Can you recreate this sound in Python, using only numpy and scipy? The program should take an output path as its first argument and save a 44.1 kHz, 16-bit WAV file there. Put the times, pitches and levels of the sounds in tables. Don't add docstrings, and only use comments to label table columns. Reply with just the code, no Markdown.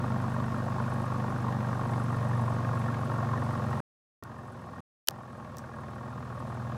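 import sys
import numpy as np
from scipy import signal
from scipy.fft import rfft, irfft, next_fast_len
from scipy.io import wavfile
from scipy.ndimage import uniform_filter1d, map_coordinates

SR = 44100
rng = np.random.default_rng(int(sys.argv[2]) if len(sys.argv) > 2 else 0)


def unload_audio(sound):
    columns = np.transpose(np.atleast_2d(sound))
    steps = np.round(np.clip(columns, -1, 1) * 32767)
    wavfile.write(sys.argv[1], SR, steps.astype(np.int16))


N = 298557
SNAP_S, TOP_HZ = 5.0855, 15900

# time in seconds, throb rate in Hz.
THROB_RATE = [(0, 24.862), (0.93, 25.124), (1.92, 24.107), (2.76, 23.613), (4.1, 22.027), (5.36, 20.743),
              (6.77, 20.148)]
# start in throbs, relative level in dB, decay in throbs.
THROB_PUFFS = [(-.09, -1, 0.17), (0.455, -2.5, .2)]
# start in seconds, relative level in dB, pitch in Hz.
LOUD_PUFFS = [(0.038, 5, 1120), (.361, 4, 1000), (.664, 4.5, 700), (.781, 5, 1040), (.799, 8.5, 1000),
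              (1.143, 7.5, 1140), (1.241, 6, 900), (1.441, 9.5, 1135), (1.482, 11.5, 1033),
              (1.728, 9, 1150), (1.919, 4, 670), (2.101, 6.5, 1055), (2.311, 6, 990), (2.478, 6.5, 1050),
              (2.521, 8, 930), (2.799, 6.5, 1080), (2.881, 6.5, 1370), (3.184, 7, 1120), (3.228, 8.5, 690),
              (3.334, 13.5, 1030), (3.422, 8, 1086)]
TICK_ACCENTS_DB = [-15, -15, -11, -17.5, -9.5, -19]
# start and end in seconds, drone gain in dB, its slope in dB/s,
# noise gain in dB, its slope in dB/s.
AUDIBLE_SPANS = [(0, 3.804, -30.5, -0.48, -39, 0.15), (4.225, 4.805, -45.5, 0.3, -48.5, 2),
                 (5.097, 6.8, -49, 7, -49, 3.5)]
# start in seconds, gain in dB, ring gain relative to that in dB.
SMALL_CLICKS = [(4.237, -36.5, -49.5), (5.074, -27, -45), (5.097, -43, -40), (5.1086, -35.5, -42),
                (5.5693, -38, -23), (5.5838, -39, -14)]

# centre in Hz, width in Hz, relative gain in dB.
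TAILPIPE_MODES = [(698, 47, -2.5), (806, 49, 1), (910, 52, 1), (1094, 78, 2), (1230, 38, 0),
                  (1376, 77, -4.5), (1646, 78, -7), (1843, 41, -4)]
MUFFLER_MODES = [(114.5, 41.7, 4.5), (235, 39.7, 5.5), (356.4, 38, -0.5), (488.5, 80, -1.5),
                 (619.6, 80, -0.5)]
TICK_MODES = [(7850, 300, 2), (9370, 700, -1), (11000, 1100, -3)]
CLICK_MODES = [(5750, 600, 5.5), (8900, 1300, -2), (14800, 2000, -10)]

# frequency in Hz, relative level in dB.
EXHAUST_BOOM_SHAPE = [(40, -29), (50, -29), (62, -45), (82, -9.5), (97, -10.5), (104, -10), (119, 0),
                      (127, -5.5), (141, -6), (153, -19.5), (172, -11.5), (186, -19.5), (224, -10.5),
                      (245, -18), (320, -31.5)]
EXHAUST_RUMBLE_SHAPE = [(18, -26), (32, -7), (45, 2.5), (70, -1.5), (130, -19.5), (400, -59.5)]
SPIT_SHAPE = [(900, -21), (1700, 3.5), (2300, -4.5), (3200, -12.5), (4500, -19.5), (8000, -35)]
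BAY_HISS_SHAPE = [(300, -41), (1500, 0.5), (2300, 1), (3500, -4), (6000, -8), (9000, -15), (11700, -19),
                  (12500, -18.5), (15800, -25)]
CLICK_SHAPE = [(500, -32), (2500, 5), (5400, 4.5), (8000, -4.5), (10000, -3), (13000, 0.5), (16000, 3)]


def amp(db):
    return 10 ** (np.asarray(db) / 20)


def unit(x):
    return x / np.sqrt(np.mean(x ** 2) + 1e-20)


def wobble(rate_hz):
    knots = rng.standard_normal(int(N * rate_hz / SR) + 4)
    return map_coordinates(knots, [np.arange(N) * rate_hz / SR])


def filtered(x, response):
    size = next_fast_len(N + SR // 2)
    return irfft(rfft(x, size) * response(np.fft.rfftfreq(size, 1 / SR)), size)[:N]


def coloured(x, shape):
    hz, db = np.transpose(shape)
    return filtered(x, lambda f: amp(np.interp(np.log(f + 1), np.log(hz), db)))


def resonances(modes, f):
    return sum((-1) ** k * amp(db) * 1j * f * width / (hz * hz - f * f + 1j * f * width)
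               for k, (hz, width, db) in enumerate(modes))


def burst(age, rise, fall):
    return (1 - np.exp(-(age / rise) ** 2)) * np.exp(-age / fall)


def puff_train(throbs, start, rise, fall, scatter_db, db=0):
    count, age = np.divmod(throbs - start + 1, 1)
    strength = amp(db + scatter_db * rng.standard_normal(256))[count.astype(int)]
    return strength * burst(age, rise, fall)


def gas_flow(throbs, rise_throbs=0.041, scatter_db=1.1):
    return unit(sum(puff_train(throbs, start, rise_throbs, fall, scatter_db, db)
                    for start, db, fall in THROB_PUFFS))


def drone(throbs, rate_hz, waver_db=1.0, smear_turns=0.13, centre_order=4.5):
    hz, db = np.transpose(EXHAUST_BOOM_SHAPE)
    tone = np.zeros(N)
    for order in range(2, 14):
        level_db = np.interp(np.log(order * rate_hz), np.log(hz), db) + waver_db * wobble(7)
        shift_turns = smear_turns * (order - centre_order) ** 2
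        tone += amp(level_db) * np.cos(2 * np.pi * (order * throbs + shift_turns))
    return np.sqrt(2) * tone


def rasp(flow, steady=0.2, low_hz=450, high_hz=1850):
    gas = (flow + steady) * rng.standard_normal(N)
    band = lambda f: 1 / np.sqrt((1 + (f / high_hz) ** 16) * (1 + (low_hz / (f + 1)) ** 4))
    return unit(filtered(gas, lambda f: resonances(TAILPIPE_MODES, f) * band(f)))


def putts(throbs, pitch_hz=1050, log_spread=0.58, usual_db=-2, scatter_db=2,
          rise_s=0.0024, fall_s=0.0055, grit_db=-4, rough_rad=0.25, high_hz=2000):
    t = np.arange(SR // 25) / SR
    layers = np.zeros((2, N + SR))
    start_throbs = np.add.outer(np.arange(int(throbs[-1])), [row[0] for row in THROB_PUFFS])
    starts_s = np.searchsorted(throbs, start_throbs.ravel()) / SR
    draws = rng.standard_normal((len(starts_s), 2))
    usual = [(s, usual_db + scatter_db * loud, pitch_hz * np.exp(log_spread * np.tanh(high / 2)))
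             for s, (loud, high) in zip(starts_s, draws)]
    for start_s, db, hz in usual + LOUD_PUFFS:
        noise = rng.standard_normal(len(t))
        phase = 2 * np.pi * hz * t + rough_rad * np.cumsum(noise) / np.sqrt(SR * fall_s)
        i = round(start_s * SR)
        layers[:, i:i + len(t)] += amp(db) * burst(t, rise_s, fall_s) * [np.sin(phase), noise]
    tone, grit = layers[:, :N]
    pipe = lambda f: resonances(TAILPIPE_MODES, f) / (1 + (f / high_hz) ** 8)
    return tone + amp(grit_db) * np.std(tone) * unit(filtered(grit, pipe))


def burble(flow, steady=2.3, low_hz=45, high_hz=800):
    gas = (flow + steady) * rng.standard_normal(N)
    band = lambda f: (f / (f + low_hz)) / np.sqrt(1 + (f / high_hz) ** 6)
    return unit(filtered(gas, lambda f: resonances(MUFFLER_MODES, f) * band(f)))


def sputter(throbs):
    spits = puff_train(throbs, start=-0.05, rise=0.035, fall=0.12, scatter_db=4)
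    return unit(coloured(spits * rng.standard_normal(N), SPIT_SHAPE))


def engine_bay(flow, pulsing=0.12):
    hiss = (1 + pulsing * flow) * rng.standard_normal(N)
    return underbody(unit(coloured(hiss, BAY_HISS_SHAPE)))


def underbody(x, t60_s=0.14, wet=0.3):
    t = np.arange(SR // 20) / SR
    tail = rng.standard_normal(len(t)) * amp(-60 * t / t60_s)
    return unit(x + wet * signal.fftconvolve(x, tail / np.linalg.norm(tail))[:N])


def rumble():
    return unit(coloured(rng.standard_normal(N), EXHAUST_RUMBLE_SHAPE))


def ticking(throbs, start_throbs=0.3, rise_throbs=0.061, fall_throbs=0.37, scatter_db=2.5,
            low_hz=6500, high_hz=12000):
    count, part = np.divmod(2 * (throbs - start_throbs + 1), 1)
    db = np.take(TICK_ACCENTS_DB, count.astype(int) - 2, mode="wrap") + scatter_db * wobble(7.2)
    ticks = amp(db) * burst(part / 2, rise_throbs, fall_throbs) * rng.standard_normal(N)
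    band = lambda f: 1 / (1 + (f / high_hz) ** 12) / (1 + (low_hz / (f + 1)) ** 8)
    return unit(filtered(ticks, lambda f: resonances(TICK_MODES, f) * band(f)))


def pipe_ring(hz=1095, width_hz=90):
    return unit(filtered(rng.standard_normal(N), lambda f: resonances([(hz, width_hz, 0)], f) ** 2))


def span_gains():
    t, gains = np.arange(N) / SR, np.zeros((2, N))
    for start_s, end_s, drone_db, drone_slope, noise_db, noise_slope in AUDIBLE_SPANS:
        age_s = t - start_s
        db = [drone_db + drone_slope * age_s, noise_db + noise_slope * age_s]
        gains += (age_s >= 0) * (t < end_s) * amp(db)
    return uniform_filter1d(gains, size=24, axis=1)


def crack(start_s, length_s=0.000709, from_hz=17000):
    u = np.clip((np.arange(N) / SR - start_s) / length_s, 0, 1)
    return np.sqrt(np.abs(np.sin(np.pi * u))) * np.sin(2 * np.pi * from_hz * length_s * (u - u * u / 2))


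def clicks(tail_t60_s=0.081, low_hz=3000, strike_db=24):
    t = np.arange(N) / SR
    hits, strikes, tails = np.zeros((3, N))
    for start_s, db, ring_db in SMALL_CLICKS:
        hit = amp(db) * crack(start_s)
        hits += hit
        strikes += amp(ring_db + strike_db) * hit
        tails += (t > start_s) * amp(db + ring_db - 60 * np.abs(t - start_s) / tail_t60_s)
    body = lambda f: resonances(CLICK_MODES, f)
    ring = filtered(strikes, body) + tails * unit(filtered(rng.standard_normal(N), body))
    return filtered(coloured(hits, CLICK_SHAPE) + ring, lambda f: f * f / (f * f + low_hz ** 2))


def snap(lead_s=0.0112, ping_hz=3050, swell_s=0.002, chirp_hz=2600, glide_s=0.00079, fade_s=0.0017,
         body_hz=1700, body_s=0.00028):
    t = np.arange(N) / SR - SNAP_S
    gap_s = np.abs(t)
    ping = (t < 0) * (t > -lead_s) * np.exp(-gap_s / swell_s) * np.sin(2 * np.pi * ping_hz * t)
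    chirp_turns = chirp_hz * glide_s * np.log1p(gap_s / glide_s)
    chirp = (t > 0) * np.exp(-gap_s / fade_s) * np.sin(2 * np.pi * chirp_turns)
    body = np.exp(-gap_s / body_s) * np.sin(2 * np.pi * body_hz * t)
    low_noise = unit(filtered(rng.standard_normal(N), lambda f: 1 / (1 + (f / body_hz) ** 4)))
    rustle = (gap_s < lead_s) * low_noise
    click = coloured(crack(SNAP_S), CLICK_SHAPE)
    return amp(-7) * click + amp(-21) * (ping + body) + amp(-18) * chirp + amp(-53) * rustle


def scene():
    rate_hz = np.interp(np.arange(N) / SR, *np.transpose(THROB_RATE))
    throbs = np.cumsum(rate_hz) / SR
    drone_gain, noise_gain = span_gains()
    flow = gas_flow(throbs)
    exhaust = amp(-2) * rasp(flow) + amp(7) * putts(throbs) + burble(flow) + amp(-22) * sputter(throbs)
    noise = exhaust + amp(-16.5) * engine_bay(flow) + amp(-21) * rumble()
    share = np.abs(noise_gain) / noise_gain.max()
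    metal = amp(-69) * share ** 0.94 * ticking(throbs) + amp(-50) * share ** 0.74 * pipe_ring()
    truck = drone_gain * drone(throbs, rate_hz) + noise_gain * noise + metal
    return (truck + clicks() + snap())[None]


def record(dry):
    return filtered(dry[0], lambda hz: np.clip((TOP_HZ - hz) / 600 + 0.5, 0, 1))[None]


dry = scene()
out = record(dry)
unload_audio(out)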